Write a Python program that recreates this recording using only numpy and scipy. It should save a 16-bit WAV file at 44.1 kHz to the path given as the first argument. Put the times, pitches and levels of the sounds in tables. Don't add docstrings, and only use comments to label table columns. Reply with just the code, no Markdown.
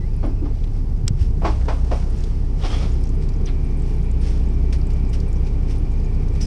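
import sys
import numpy as np
from scipy import signal
from scipy.fft import rfft, irfft
from scipy.io import wavfile
from scipy.ndimage import uniform_filter1d

SR = 44100
rng = np.random.default_rng(int(sys.argv[2]) if len(sys.argv) > 2 else 0)


def wav_record(signal):
    frames = np.transpose(np.atleast_2d(signal))
    bounded = np.clip(frames, -1, 1)
    quanta = np.round(bounded * 32767).astype(np.int16)
    wavfile.write(sys.argv[1], SR, quanta)


N = 284886
T = np.arange(N) / SR
FIRING_HZ, CYLINDERS = 30.04, 6
CONTACT_HZ = 10500

# (order [multiple of the cycle rate], relative level [dB])
EXHAUST_ORDERS = [(14, -30.5), (15, -34.5), (16, -40), (17, -45.5), (18, -35), (19, -40), (20, -40.5),
                  (23, -44), (24, -39), (27, -42.5), (29, -36.5), (30, -40), (31, -46), (32, -45.5),
                  (36, -45), (39, -51.5), (42, -51.5), (48, -53), (54, -49), (78, -52.5), (84, -53.5),
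                  (90, -53), (159, -62), (174, -66), (176, -65), (235, -66)]
# (time [s], level [dB])
OCTAVE_LEVEL = [(0, -27.5), (0.6, -36), (0.9, -35), (1.55, -20), (1.9, -22), (2.2, -25.5), (2.65, -26),
                (3.0, -20.5), (3.35, -30.5), (4.3, -21), (4.75, -20), (5.2, -24), (6.46, -25)]
# (time [s], level [dB])
BOOM_LEVEL = [(0, -30.5), (1.0, -33.5), (2.6, -37), (6.46, -38)]
# (frequency [Hz], relative density [dB])
MACHINERY_SPECTRUM = [(90, -3), (150, 2), (195, 5), (240, -2.5), (275, 1), (320, -3.5), (370, -4),
                      (440, -5.5), (500, -11.5), (570, -15), (690, -15.5), (800, -15.5), (1100, -22.5),
                      (1600, -29.5), (2100, -28), (3300, -34), (7000, -58.5)]
# (frequency [Hz], relative level [dB])
HUM_TONES = [(272.2, -48), (362.7, -48)]
# (frequency [Hz], relative density [dB])
BREEZE_SPECTRUM = [(10, -30), (20, -2), (33, -14.5), (39, -0.5), (54, -2.5), (75, -13), (115, -13.5),
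                   (170, -24.5), (260, -26), (500, -59), (1500, -74)]
GUST_SPECTRUM = [(10, -30), (25, -7.5), (54, 0.5), (80, -2.5), (115, -9), (170, -15), (260, -29.5),
                 (500, -55), (1500, -77)]
# (time [s], level before windowing [dB], frequency [Hz])
EDDIES = [(0.916, -8.5, 62), (0.949, -16, 76), (1.05, -11.5, 95), (1.11, -9.5, 134), (1.152, -10, 93),
          (1.224, -11, 76.4), (1.29, -13.5, 84)]
# (frequency [Hz], relative density [dB])
RIPPLE_SPECTRUM = [(300, 20), (1500, 4.5), (2600, -22), (4000, 3), (4900, 8), (5700, 5.5), (6700, -1),
                   (9400, -2.5), (11000, -13.5), (13000, -26), (15000, -42)]
# (time [s], frequency [Hz], level [dB])
WINDING = [(0.015, 1980, -48), (.04, 1980, -52), (.052, 2100, -63), (.11, 2470, -63), (.165, 2460, -63),
           (.205, 2260, -57), (.25, 2200, -66), (.31, 2540, -63), (.4, 2607, -64), (.44, 2330, -78),
           (.51, 2140, -69), (.555, 2196, -54), (.58, 2450, -63), (.605, 2260, -58)]
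# (frequency [Hz], relative density [dB])
HISS_SPECTRUM = [(700, -10), (1800, 1.5), (2800, 1), (4000, -3), (5400, 2.5), (6800, -8), (9700, -9.5),
                 (11000, -29.5), (15000, -37.5)]
# (time [s], level [dB], rise [s], decay [s])
SOFT_HISSES = [(.1, -63, 0.29, 0.21), (.56, -60.5, 0.03, 0.18), (.79, -58, 0.069, 0.026),
               (1.228, -47.5, 0.048, 0.041), (2.0, -51, 0.12, 0.047), (2.21, -52, 0.096, 0.19),
               (2.72, -42, 0.11, 0.17), (3.23, -50, .02, 0.028), (3.481, -51, .016, 0.02),
               (3.9, -53.5, 0.093, 0.096), (4.275, -45, 0.06, 0.11), (4.729, -37, 0.004, 0.02),
               (4.907, -48, 0.0063, 0.014), (4.962, -51, 0.0036, 0.017), (5.134, -40, 0.0031, 0.026),
               (5.473, -48.5, 0.015, 0.018), (5.715, -46.5, 0.034, 0.039), (6.353, -47.5, .002, 0.032),
               (6.412, -42.5, .0076, 0.046)]
# (time [s], level [dB], rise [s], decay [s], frequency [Hz], glide [octaves/s], bandwidth [Hz])
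GLIDING_RASPS = [(2.638, -43, 0.023, 0.06, 3290, -2, 1000), (2.75, -42, 0.06, 0.055, 3280, 1, 350),
                 (2.765, -46.5, .045, .06, 2306, -0.5, 1300), (3.461, -40, 0.0031, .007, 5930, -24, 700),
                 (3.483, -44, 0.02, 0.022, 3205, -8, 2980), (3.493, -45, 0.022, .015, 1498, -7.5, 2000)]
# (time [s], relative peak [dB], frequency [Hz], bandwidth [Hz])
LINE_TICKS = [(.164, -43, 9600, 1500), (.262, -44, 9600, 1500), (.552, -46, 4700, 2510),
              (.587, -46, 3950, 1500), (.639, -35.5, 2860, 3480), (.64, -52, 5600, 2500),
              (0.674, -43.5, 2580, 2400), (1.075, -35, 3000, 2200), (1.613, -35.5, 1850, 2400),
              (1.867, -48, 2000, 2000), (2.025, -40, 1900, 2400), (2.238, -31, 3900, 4500),
              (2.94, -45, 9000, 1500), (3.038, -37, 8300, 2520), (3.039, -41, 5200, 900),
              (3.055, -41, 6100, 900), (3.072, -41, 5600, 3500), (3.091, -38.5, 6170, 3500),
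              (3.15, -50, 8700, 1200), (3.289, -37.5, 4880, 3000), (3.338, -42, 5060, 1500),
              (3.821, -42.5, 8000, 1530), (3.889, -47, 8800, 1200), (3.944, -51, 8100, 900),
              (3.966, -48, 9500, 1500), (4.114, -37.5, 7550, 3500), (4.814, -39, 4930, 900),
              (4.869, -41, 7950, 1500), (4.934, -42, 6500, 2000), (5.05, -46, 4850, 700),
              (5.202, -33, 4900, 2200), (5.329, -37, 7200, 2500), (6.286, -45, 6200, 1200)]
# (time [s], level [dB], rise [s], cavity frequency [Hz], hardness [dB])
WAVE_SLAPS = [(0.235, -31.5, 0.0065, 590, -10.5), (0.252, -24, 0.014, 267, -20),
              (0.428, -29.5, 0.011, 255, -28), (0.46, -34, 0.015, 286, -7),
              (1.423, -28.5, 0.0054, 517, -12), (1.453, -21, 0.0069, 730, -3.5),
              (1.47, -25.5, 0.02, 312, -5.5), (1.689, -23.5, 0.0078, 690, -2.5),
              (1.918, -23.5, 0.0056, 566, -3)]
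# (frequency [Hz], bandwidth [Hz], relative gain [dB])
HULL_MODES = [(285, 21, 6.5), (403, 19, 6), (510, 14, 2), (618, 25, 3), (703, 10, 1), (838, 36, 1.5),
              (1016, 68, -5.5), (1205, 43, -8.5), (2150, 670, -27)]
# (frequency [Hz], relative density [dB])
SPRAY_SPECTRUM = [(500, 12.5), (1300, -7), (2300, 8), (3000, 5), (4000, 2), (5500, 4), (6800, -9),
                  (9500, -14.5), (11000, -39), (15000, -39)]
# (time [s], peak [dB], frequency [Hz])
SLAP_BUBBLES = [(.245, -34, 638), (.25, -28, 272), (.425, -24.5, 284), (1.455, -24.5, 1110),
                (1.457, -37, 1145), (1.455, -29, 840), (1.465, -22, 316.6), (1.69, -36, 1045),
                (1.916, -29.5, 713)]
# (frequency [Hz], relative density [dB])
PATTER_SPECTRUM = [(250, 6.5), (750, 4), (1200, -4.5), (1600, -8), (2400, -12.5), (3800, -16), (5400, -12),
                   (6800, -18), (9500, -20.5), (11200, -43)]
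# (time [s], peak before low-pass [dB])
REEL_BLOWS = [(1.0797, -8), (1.0818, -14), (1.084, -32)]
# (frequency [Hz], relative level [dB], 60 dB decay time [s])
REEL_MODES = [(950, -17, .006), (2080, 2, 0.0019), (3540, 4, 0.0023), (5270, 11, 0.0022),
              (7760, 7.5, 0.0028), (12000, 2, 0.0015), (13800, -3, .002)]
# (time [s], level [dB], rise [s], decay [s], hold [s])
FOAM_SURGES = [(2.21, -56, 0.07, 0.12, 0.0095), (2.675, -33, 0.053, 0.094, 0.033),
               (2.75, -35.5, .02, 0.038, 0.022), (2.83, -32.5, 0.022, 0.019, .015)]
# (frequency [Hz], relative density [dB])
FOAM_SPECTRUM = [(200, 3.5), (400, 3), (750, 2), (1020, -5), (1200, -1), (1600, -14.5), (2300, -7),
                 (2800, -13), (3250, -11.5), (3900, -14), (5300, -13.5), (6800, -26), (9500, -40),
                 (11200, -57)]
# (time [s], peak before low-pass [dB])
SWIVEL_TOUCHES = [(6.412, -26), (6.417, -45), (6.425, -29), (6.435, -35), (6.451, -34)]
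# (frequency [Hz], relative level [dB], 60 dB decay time [s])
SWIVEL_MODES = [(5130, 7, 0.059), (5240, -7, 0.049), (5630, 6, 0.051), (6010, -1, 0.053), (6470, -12, .03),
                (7600, -5, 0.05), (8250, -8, 0.04), (9900, -10, 0.043)]


def undb(db):
    return 10 ** (np.asarray(db) / 20)


def unit(x):
    return x / np.sqrt(np.mean(x ** 2))


def curve(rows):
    return np.interp(T, *np.transpose(rows))


def noise():
    return rng.standard_normal(N)


def wander(rate):
    k = int(SR / rate)
    steps = np.repeat(noise()[:N // k + 1], k)
    return unit(uniform_filter1d(uniform_filter1d(steps, k), k)[:N])


def colour(x, spectrum):
    hz, db = np.transpose(spectrum)
    bins = np.maximum(np.fft.rfftfreq(N, 1 / SR), 1)
    gain = undb(np.interp(np.log(bins), np.log(hz), db))
    return unit(irfft(rfft(x) * gain, N))


def resonate(x, hz, width):
    return signal.lfilter(*signal.iirpeak(hz, hz / width, fs=SR), x)


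def resonate_twice(x, hz, width):
    return resonate(resonate(x, hz, width), hz, width)


def lowpass(x, hz):
    return signal.sosfilt(signal.butter(4, hz, fs=SR, output="sos"), x)


def grains(rate, spread_db):
    size = undb(spread_db * np.minimum(rng.exponential(size=N), 5))
    return noise() * size * (rng.random(N) < rate / SR)


def swell(at, rise, decay, hold=0):
    return np.exp(-(np.minimum(T - at, 0) / rise) ** 2 - np.maximum(T - at - hold, 0) / decay)


def swells(rows):
    return np.sqrt(sum((undb(db) * swell(at, *shape)) ** 2 for at, db, *shape in rows))


def ring(modes, rise=1e-5):
    t = T[:SR // 4]
    ringing = sum(undb(db) * np.sin(2 * np.pi * hz * t) * 1000 ** (-t / t60) for hz, db, t60 in modes)
    return ringing * (1 - np.exp(-(t / rise) ** 2))


def add(out, at, peak_db, sound):
    part = out[int(at * SR):][:len(sound)]
    part += undb(peak_db) * sound[:len(part)] / np.abs(sound).max()


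def facing_db(seaward_db=-5, inboard_db=-0.11, midpoint_s=2.55, turn_s=1.73):
    turned = (1 + np.tanh(2 * (T - midpoint_s) / turn_s)) / 2
    return seaward_db + (inboard_db - seaward_db) * turned


def exhaust(cycle, puff_lag_s=0.004087, boom_order=21, coherent_below_hz=200, waver_db=1.25):
    puff = cycle - puff_lag_s * FIRING_HZ / CYLINDERS
    out = undb(-19 + 0.31 * facing_db()) * np.cos(2 * np.pi * CYLINDERS * cycle)
    out += undb(curve(OCTAVE_LEVEL)) * np.cos(2 * np.pi * CYLINDERS * (cycle + puff))
    out += undb(curve(BOOM_LEVEL)) * np.cos(2 * np.pi * (boom_order * puff + rng.random()))
    shadow_db = 0.73 * facing_db()
    for order, db in EXHAUST_ORDERS:
        scattered = order % CYLINDERS > 0 or order * FIRING_HZ / CYLINDERS > coherent_below_hz
        phase = 2 * np.pi * (order * puff + rng.random() * scattered)
        out += undb(db + shadow_db + waver_db * wander(2.1)) * np.cos(phase)
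    return np.sqrt(2) * out


def knocks(cycle, scatter_db=6, hull_cutoff_hz=445):
    lag, jitter, decay = 0.023, 0.12, 0.27
    firing = CYLINDERS * cycle - lag + jitter * wander(FIRING_HZ)
    strength = undb(scatter_db * rng.uniform(-1, 1, N))[np.floor(firing).astype(int)]
    force = lowpass(noise() * strength * np.exp(-(firing % 1) / decay), hull_cutoff_hz)
    thud = unit(resonate_twice(force, hz=165, width=150))
    rattle = unit(resonate_twice(force, hz=395, width=110))
    return undb(-43) * thud + undb(-46 + 1.4 * facing_db()) * rattle


def machinery(cycle, combustion_db=7, flicker_db=1.8):
    cycle_samples = int(SR * CYLINDERS / FIRING_HZ)
    clatter = noise()[(cycle % 1 * cycle_samples).astype(int)]
    rumble = colour(clatter + undb(combustion_db) * noise(), MACHINERY_SPECTRUM)
    injectors = unit(resonate(resonate(noise(), hz=2355, width=220), hz=2340, width=290))
    injectors *= undb(flicker_db * wander(24))
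    return undb(-34 + facing_db()) * rumble + undb(-58 + 7 * facing_db()) * injectors


def hum(waver_db=3):
    return sum(undb(db + facing_db() + waver_db * wander(5)) * np.sqrt(2) * np.sin(2 * np.pi * hz * T)
               for hz, db in HUM_TONES)


def wind(breeze_db=-27.5, gust_db=-22, gust_flutter_db=3, flutter_db=1, eddy_cycles=0.67):
    gust = swell(at=0.915, rise=0.02, decay=0.26, hold=0.49)
    gust *= undb(gust_db + gust_flutter_db * wander(27.98))
    breeze = undb(breeze_db) * colour(noise(), BREEZE_SPECTRUM)
    out = (breeze + gust * colour(noise(), GUST_SPECTRUM)) * undb(flutter_db * wander(9.1))
    for at, db, hz in EDDIES:
        turns = (T - at) * hz
        out -= undb(db) * np.sin(2 * np.pi * turns) * np.exp(-(turns / eddy_cycles) ** 2)
    return out


def ripples(swell_db=0.6):
    fizz = colour(noise() + grains(rate=2200, spread_db=5), RIPPLE_SPECTRUM)
    return fizz * undb(-53.5 + swell_db * wander(5.5) + 0.5 * facing_db())


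def reel_whine(octave_db=-4, flicker_db=4, jitter=0.036, roughen_s=0.1):
    times, hz, db = np.transpose(WINDING)
    roughness = np.clip((T - times[0]) / roughen_s, 0, 1)
    pitch = np.interp(T, times, hz) * (1 + jitter * roughness * wander(300))
    phase = 2 * np.pi * np.cumsum(pitch) / SR
    envelope = undb(np.interp(T, times, db) + flicker_db * wander(62))
    envelope *= swell(times[0], rise=0.006, decay=0.025, hold=np.ptp(times))
    return envelope * (np.sin(phase) + undb(octave_db) * roughness * np.sin(2 * phase))


def hisses():
    fidget = undb(-64 + 2.6 * facing_db() + 1.5 * wander(10))
    hiss = colour(grains(rate=9000, spread_db=1.5), HISS_SPECTRUM)
    return hiss * np.hypot(swells(SOFT_HISSES), fidget)


def line_ticks(gain_db=-1, decay_cycles=150):
    out = np.zeros(N)
    t = T[:SR // 10]
    for at, db, hz, width in LINE_TICKS:
        scratch = noise()[:len(t)] * 1000 ** (-t * hz / decay_cycles)
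        add(out, at, db + gain_db, resonate_twice(scratch, hz, width))
    return lowpass(out, CONTACT_HZ)


def wave_slaps(decay_s=0.033, splash_db=-13.5, smack_db=-24):
    out = np.zeros(N)
    spray = colour(noise(), SPRAY_SPECTRUM)
    push = lowpass(noise(), hz=2600)
    plating = unit(sum(undb(db) * resonate(push, hz, width) for hz, width, db in HULL_MODES))
    for at, db, rise, hz, hardness_db in WAVE_SLAPS:
        cavity = unit(resonate_twice(noise(), hz, width=0.71 * hz))
        envelope = swell(at, rise, decay_s)
        thump = unit((cavity + undb(hardness_db) * plating) * envelope) * np.sqrt(np.mean(envelope ** 2))
        splash = undb(splash_db) * swell(at, rise, 1.5 * decay_s)
        smack = undb(smack_db) * swell(at, rise=0.003, decay=decay_s)
        out += undb(db) * (thump + undb(hardness_db) * spray * np.hypot(splash, smack))
    return out


def bubbles(rise_s=0.0068, decay_s=0.028):
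    return sum(undb(db) * swell(at, rise_s, decay_s) * np.sin(2 * np.pi * (hz * T + rng.random()))
               for at, db, hz in SLAP_BUBBLES)


def patter(gain_db=-18, lag_s=0.062, rise_s=0.12, decay_s=0.35):
    showers = [(at + lag_s, db + hardness_db + gain_db, rise_s, decay_s)
               for at, db, _, _, hardness_db in WAVE_SLAPS]
    return colour(grains(rate=7000, spread_db=2.5), PATTER_SPECTRUM) * swells(showers)


def reel_snap(rise_s=0.00053, buzz_db=-31):
    out = np.zeros(N)
    for at, db in REEL_BLOWS:
        add(out, at, db, ring(REEL_MODES, rise_s))
    hardest_at = max(REEL_BLOWS, key=lambda blow: blow[1])[0]
    buzz = colour(noise(), HISS_SPECTRUM) * swell(hardest_at + rise_s, rise=0.0012, decay=0.0043)
    return lowpass(out, CONTACT_HZ) + undb(buzz_db) * buzz


def droplets(count=60, start_s=1.9, low_hz=4700, high_hz=10000, t60=0.049):
    out = np.zeros(N)
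    t = T[:SR // 20]
    for when, pitch, size in rng.random((count, 3)):
        hz = low_hz * (high_hz / low_hz) ** pitch
        splat = noise()[:len(t)] * 1000 ** (-t / t60)
        db = -55 - 3 * np.log(max(size, 0.05))
        add(out, start_s + when * (T[-1] - start_s), db, resonate_twice(splat, hz, width=hz / 8))
    return out


def foam(flicker_db=2.5):
    froth = colour(grains(rate=20000, spread_db=1.5), FOAM_SPECTRUM)
    return froth * swells(FOAM_SURGES) * undb(flicker_db * wander(50))


def rasps():
    out = np.zeros(N)
    for at, db, rise, decay, hz, glide, width in GLIDING_RASPS:
        pitch = hz * 2 ** np.clip(glide * (T - at), -1, 1)
        carrier = np.cos(2 * np.pi * np.cumsum(pitch) / SR)
        band = unit(lowpass(noise(), width / 2) * carrier)
        out += undb(db) * band * swell(at, rise, decay)
    return out


def swivel_jingle(skid_s=0.0075):
    out = np.zeros(N)
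    t = T[:SR // 10]
    for at, db in SWIVEL_TOUCHES:
        skid = noise()[:len(t)] * np.exp(-t / skid_s)
        add(out, at, db, signal.fftconvolve(skid, ring(SWIVEL_MODES)))
    return lowpass(out, CONTACT_HZ)


def scene(speed_drift=0.00046, first_firing_s=0.004):
    clock = np.cumsum(1 + speed_drift * wander(2.013)) / SR
    cycle = (clock - first_firing_s) * FIRING_HZ / CYLINDERS
    engine = exhaust(cycle) + knocks(cycle) + machinery(cycle) + hum()
    weather = wind() + ripples() + patter() + foam() + wave_slaps() + bubbles()
    nearby = hisses() + rasps() + reel_whine() + line_ticks() + swivel_jingle() + reel_snap()
    return (engine + weather + nearby + droplets())[None]


def record(dry, cutoff_hz=15200, fade_s=0.003):
    fades = np.minimum(np.minimum(T, T[-1] - T) / fade_s, 1)
    return signal.sosfilt(signal.ellip(8, 0.2, 70, cutoff_hz, fs=SR, output="sos"), dry * fades)


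dry = scene()
out = record(dry)
wav_record(out)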